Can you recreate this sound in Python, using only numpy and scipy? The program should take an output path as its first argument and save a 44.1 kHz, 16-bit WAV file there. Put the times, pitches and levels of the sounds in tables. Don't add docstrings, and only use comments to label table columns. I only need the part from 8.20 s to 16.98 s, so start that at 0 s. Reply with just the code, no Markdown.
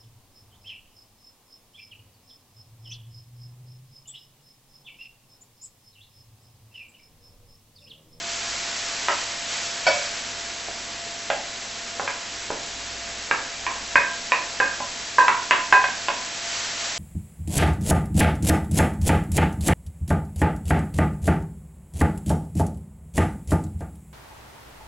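import sys
import numpy as np
from scipy import signal
from scipy.fft import rfft, irfft, next_fast_len
from scipy.io import wavfile

SR = 44100
rng = np.random.default_rng(int(sys.argv[2]) if len(sys.argv) > 2 else 0)


def pcm_store(signal):
    levels = np.round(np.clip(np.atleast_2d(signal), -1, 1) * 32767)
    wavfile.write(sys.argv[1], SR, levels.astype(np.int16).T)


N = 387198
TIME = np.arange(N) / SR


def gain_of(db):
    return 10 ** (np.asarray(db) / 20)


def unit_rms(x):
    return x / np.sqrt(np.mean(x ** 2) + 1e-20)


def at_hz(points, hz):
    f, value = np.transpose(points)
    return np.interp(np.log(hz + 1), np.log(f + 1), value)


def coloured(x, gain):
    size = next_fast_len(x.shape[-1])
    spectrum = rfft(x, size) * gain(np.fft.rfftfreq(size, 1 / SR))
    return irfft(spectrum, size)[..., :x.shape[-1]]


def minimum_phase(gain, size=4096):
    hz = abs(np.fft.fftfreq(size, 1 / SR))
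    log_gain = np.log(np.maximum(gain(hz), 1e-5))
    return np.fft.ifft(np.exp(np.conj(signal.hilbert(log_gain)))).real


def wander(rate_hz):
    steps = rng.standard_normal(1024)
    return unit_rms(np.interp(TIME * rate_hz, np.arange(len(steps)), steps))


def swell(start_s, length_s, rise_s, fall_s):
    attack = np.clip((TIME - start_s) / rise_s, 0, 1)
    return attack * np.exp(-np.maximum(TIME - start_s - length_s, 0) / fall_s)


# frequency in Hz, left-right correlation.
STEREO_LIKENESS = [(40, .97), (120, .93), (400, .87), (1000, .78), (3750, .76), (4000, .99), (8000, .993)]

def stereo_spread(pair):
    mid = coloured(pair[0], lambda f: np.sqrt((1 + at_hz(STEREO_LIKENESS, f)) / 2))
    side = coloured(pair[1], lambda f: np.sqrt((1 - at_hz(STEREO_LIKENESS, f)) / 2))
    return np.array([mid + side, mid - side])


# frequency in Hz, relative spectral density in dB.
AIR_SPECTRUM = [(20, -7), (45, -8), (75, -17), (125, -13), (170, -10.5), (230, -5), (330, -8.5), (560, -9),
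                (1000, -12), (1600, -52), (2500, -100)]

def room_air(level_db=-46.5):
    noise = stereo_spread(rng.standard_normal((2, N)))
    return gain_of(level_db) * unit_rms(coloured(noise, lambda f: gain_of(at_hz(AIR_SPECTRUM, f))))


def tone(hz, drift_rad=0.16):
    return np.sqrt(2) * np.sin(2 * np.pi * hz * TIME + drift_rad * wander(rate_hz=5))


# frequency in Hz, level in dB, rms waver in dB.
HOB_TONES = [(100, -57, 1.4), (681.8, -46.5, 1.94)]

def hob():
    return sum(tone(hz) * gain_of(db + waver_db * wander(rate_hz=12)) for hz, db, waver_db in HOB_TONES)


# start in seconds, length in seconds, level in dB.
DRONE_RISES = [(0.047, .3, -55), (4.05, 0.14, -55), (4.44, .58, -51.5), (5.33, 0.42, -52),
               (6.197, 0.31, -56)]

def drone(hz=57, rest_db=-65, waver_db=3.5):
    gain = gain_of(rest_db + waver_db * wander(rate_hz=5))
    for start_s, length_s, db in DRONE_RISES:
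        gain = np.maximum(gain, gain_of(db) * swell(start_s, length_s, rise_s=0.078, fall_s=0.082))
    return gain * tone(hz)


def bubbles(per_s, spread_db, wash_db):
    sizes = gain_of(spread_db * np.minimum(rng.exponential(1, (2, N)), 5))
    signs = rng.choice([-1, 1], (2, N))
    bursts = rng.random((2, N)) < per_s / SR
    wash = gain_of(wash_db) * rng.standard_normal((2, N))
    return stereo_spread(unit_rms(sizes * signs * bursts) + wash)


# frequency in Hz, relative spectral density in dB.
SIZZLE_SPECTRUM = [(200, -24.5), (450, -3.5), (800, -5.5), (1200, -6.5), (1650, -4.5), (2100, -5.5),
                   (3200, -6.5), (5000, -5), (7400, -6.5)]
# time in seconds, gain of the frying in dB.
HEAT_CURVE = [(0, -35.5), (1.8, -34.5), (2.7, -36.5), (5, -36), (8.78, -34)]
# start in seconds, length in seconds, flare in dB.
STIR_STROKES = [(.01, 1, 3.5), (1.242, 0.16, 3.5), (1.64, 0.13, 4), (8.215, 0.22, 3.5), (8.556, 0.076, 3)]

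def sizzle(split_hz=3500, low_cut_hz=750, hiss_db=5.5, spatter_db=-1.06, flutter_db=0.24, right_db=0.48):
    hiss_share = lambda f: 1 / (1 + (split_hz / (f + 1)) ** 6)
    colour = lambda f: gain_of(at_hz(SIZZLE_SPECTRUM, f)) * f ** 2 / (f ** 2 + low_cut_hz ** 2)
    fine = bubbles(per_s=2500, spread_db=3.0, wash_db=7.5)
    coarse = bubbles(per_s=900, spread_db=2.5, wash_db=9)
    hiss = coloured(fine, lambda f: colour(f) * np.sqrt(hiss_share(f)))
    spatter = coloured(coarse, lambda f: colour(f) * np.sqrt(1 - hiss_share(f)))
    flare_db = sum(db * swell(start_s, length_s, rise_s=0.094, fall_s=0.2)
                   for start_s, length_s, db in STIR_STROKES)
    hiss = unit_rms(hiss) * gain_of(hiss_db + flare_db)
    spatter = unit_rms(spatter) * gain_of(spatter_db + 0.95 * flare_db)
    spatter *= gain_of([[-right_db], [right_db]])
    heat = gain_of(np.interp(TIME, *np.transpose(HEAT_CURVE)))
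    return (hiss + spatter) * heat * gain_of(flutter_db * wander(rate_hz=35))


# frequency in Hz, time to fall 60 dB in seconds.
ROOM_T60 = [(150, 0.58), (550, 0.41), (1400, 0.44), (3500, 0.38), (8000, 0.14)]

def room_echoes(first_s=0.0014, build_s=0.0019):
    size = SR * 2 // 5
    hz, t, bands = signal.stft(stereo_spread(rng.standard_normal((2, size))), SR, nperseg=256)
    bands *= gain_of(-60 * t / at_hz(ROOM_T60, hz)[:, None])
    bands /= np.linalg.norm(bands, axis=(0, 2), keepdims=True)
    onset = 1 - np.exp(-np.maximum(TIME[:size] - first_s, 0) / build_s)
    tail = signal.istft(bands, SR, nperseg=256)[1][:, :size] * onset
    return tail * np.sqrt(2) / np.linalg.norm(tail)


# frequency in Hz, relative spectral density in dB.
CLACK_SPECTRUM = [(60, -22.5), (140, -16.5), (250, -11.5), (400, -8.5), (550, -5), (660, -2.5), (790, -1.5),
                  (1250, -3), (1650, -2), (2000, -3.5), (2550, 0), (3400, -4.5), (5000, -4.5),
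                  (8000, -12.5)]
SPOON_HZ, SPOON_HALF_WIDTH_HZ, SPOON_DB = 566, 14, 8.5

def clack(hard_hz, wood_hz, wood_db=5, wood_octaves=0.69, chatter_db=1, chatter_t60_s=0.02,
          energy_db=21.5):
    t = TIME[:SR // 12]
    chatter = rng.standard_normal(len(t)) * gain_of(-60 * t / chatter_t60_s)
    force = (t == 0) + gain_of(chatter_db) * chatter / np.linalg.norm(chatter)
    grip_db = lambda f: wood_db * np.exp(-(np.log2((f + 1) / wood_hz) / wood_octaves) ** 2)
    note_db = lambda f: SPOON_DB / (1 + ((f - SPOON_HZ) / SPOON_HALF_WIDTH_HZ) ** 2)
    cushion = lambda f: 1 / np.sqrt(1 + (f / hard_hz) ** 6.68)
    body = minimum_phase(lambda f: gain_of(at_hz(CLACK_SPECTRUM, f) + grip_db(f) + note_db(f))
                         * cushion(f))
    knock = signal.fftconvolve(force, body)
    return gain_of(energy_db) * knock / np.linalg.norm(knock)


def ring(modes, t60_scale, upper_db, hard_hz, echoes, room_db, split_hz=1300, contact_s=0.0022):
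    t, out = TIME[:echoes.shape[1]], np.zeros(echoes.shape)
    for hz, db, t60_s in modes:
        rad_per_s, loss_per_s = 2 * np.pi * hz, np.log(1000) / (t60_s * t60_scale)
        direct = np.exp(-loss_per_s * t) * np.cos(rad_per_s * t)
        radius = np.exp(-loss_per_s / SR)
        carried = signal.lfilter([1, -1], [1, -2 * radius * np.cos(rad_per_s / SR), radius ** 2], echoes)
        carried -= direct * (carried * direct).mean() / direct.var()
        carried = direct.std() * unit_rms(carried)
        spot_db = upper_db * (hz > split_hz)
        cushion = 1 / np.sqrt(1 + (hz / (1.16 * hard_hz)) ** 8)
        out += gain_of(db + spot_db) * cushion * (direct + gain_of(room_db) * carried)
    return out * (1 - np.exp(-t / contact_s))


def strikes(blows, modes, clack_room_db, ring_room_db, right_db):
    out = np.zeros((2, N))
    for start_s, clack_db, hard_hz, wood_hz, ring_db, t60_scale, upper_db in blows:
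        echoes = room_echoes()
        knock = gain_of(clack_db) * clack(hard_hz, wood_hz)
        rings = gain_of(ring_db) * ring(modes, t60_scale, upper_db, hard_hz, echoes, ring_room_db)
        for channel, echo, ringing in zip(out, echoes, rings):
            reflected = gain_of(clack_room_db) * signal.fftconvolve(knock, echo)
            for sound in (knock, reflected, ringing):
                span = channel[round(start_s * SR):][:len(sound)]
                span += sound[:len(span)]
    return out * gain_of([[-right_db], [right_db]])


# frequency in Hz, relative level in dB, unscaled t60 in seconds.
PAN_MODES = [(590, -5, 0.53), (553, -5, 0.4), (643, 3.5, 0.25), (716, 6.5, 0.17), (823, -6, 0.26),
             (970, -3, 0.13), (993, -5.5, 0.28), (1264, -8, 0.2), (1436, -12.5, 0.09), (1470, -11, 0.24),
             (1720, -21.5, 0.28), (2270, -7, 0.25), (2560, -16, 0.19), (3420, -26.5, 0.42),
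             (4470, -10, 0.1), (4530, -20.5, 0.19), (4520, -18, 0.14), (5140, -14.5, 0.099),
             (5230, -18, 0.12)]
# start in seconds, clack gain in dB, hardness as treble cutoff in Hz,
# wood pitch in Hz, ring gain in dB, t60 factor, upper-mode gain in dB.
PAN_BLOWS = [(.885, -14, 2420, 1190, -53, 0.31, 10), (1.6667, -21, 5840, 810, -19, 0.79, 11.5)]

def pan_knocks():
    return strikes(PAN_BLOWS, PAN_MODES, clack_room_db=3.0, ring_room_db=-3.5, right_db=0.3)


# frequency in Hz, relative level in dB, unscaled t60 in seconds.
PLATE_MODES = [(1012, 0, .21), (972, -8, .18), (1066, -8, .1), (1570, -5, .17), (1605, -2, .19),
               (1640, -10, .12), (1935, -19, .13), (2514, -8, .22), (2580, -14, .14), (3050, -25, .18),
               (3675, -23, .22), (4170, -26, .16)]
# start in seconds, clack gain in dB, hardness as treble cutoff in Hz,
# wood pitch in Hz, ring gain in dB, t60 factor, upper-mode gain in dB.
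PLATE_BLOWS = [ (2.485, -29, 890, 600, -52, .6, -8), (3.102, -14, 2780, 620, -26, 0.34, 6),
               (3.797, -19, 1570, 580, -24.5, 0.5, -1), (3.8775, -20, 2520, 1400, -25, 0.46, 2),
               (4.304, -19.5, 865, 580, -42, .5, 2), (5.112, -12.5, 2440, 700, -24, 0.28, 13),
               (5.466, -21, 3040, 2200, -15, 0.27, -28), (5.7564, -9, 2400, 1890, -16, 1, 9),
               (6.1201, -11.5, 3120, 2240, -11, 0.32, -27), (6.4015, -13, 1870, 600, -17.5, 1, 6.5),
               (6.603, -24.5, 1100, 700, -25.5, 1.04, -9), (6.9835, -16.5, 1620, 1300, -6, 1, -2),
               (7.0819, -9.5, 2570, 2080, -10.5, 0.66, -12), (7.3099, -7, 2950, 2200, -15.5, 1.3, -31),
               (7.5254, -9, 2260, 1250, -7, 1.02, 0), (7.641, -19.5, 2400, 1950, -20, 0.35, 8.5),
               (7.8845, -16.5, 3700, 950, -21.5, 1.47, -9)]

def plate_taps():
    return strikes(PLATE_BLOWS, PLATE_MODES, clack_room_db=0.2, ring_room_db=-4.0, right_db=0.8)


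def scene():
    return plate_taps() + pan_knocks() + sizzle() + room_air() + hob() + drone()


def record(dry):
    clipped = np.clip(dry, -.93, .93)
    lowpass = signal.firwin(321, cutoff=7900, window=("kaiser", 8), fs=SR)
    return signal.oaconvolve(clipped, lowpass[None], "same")


dry = scene()
out = record(dry)
pcm_store(out)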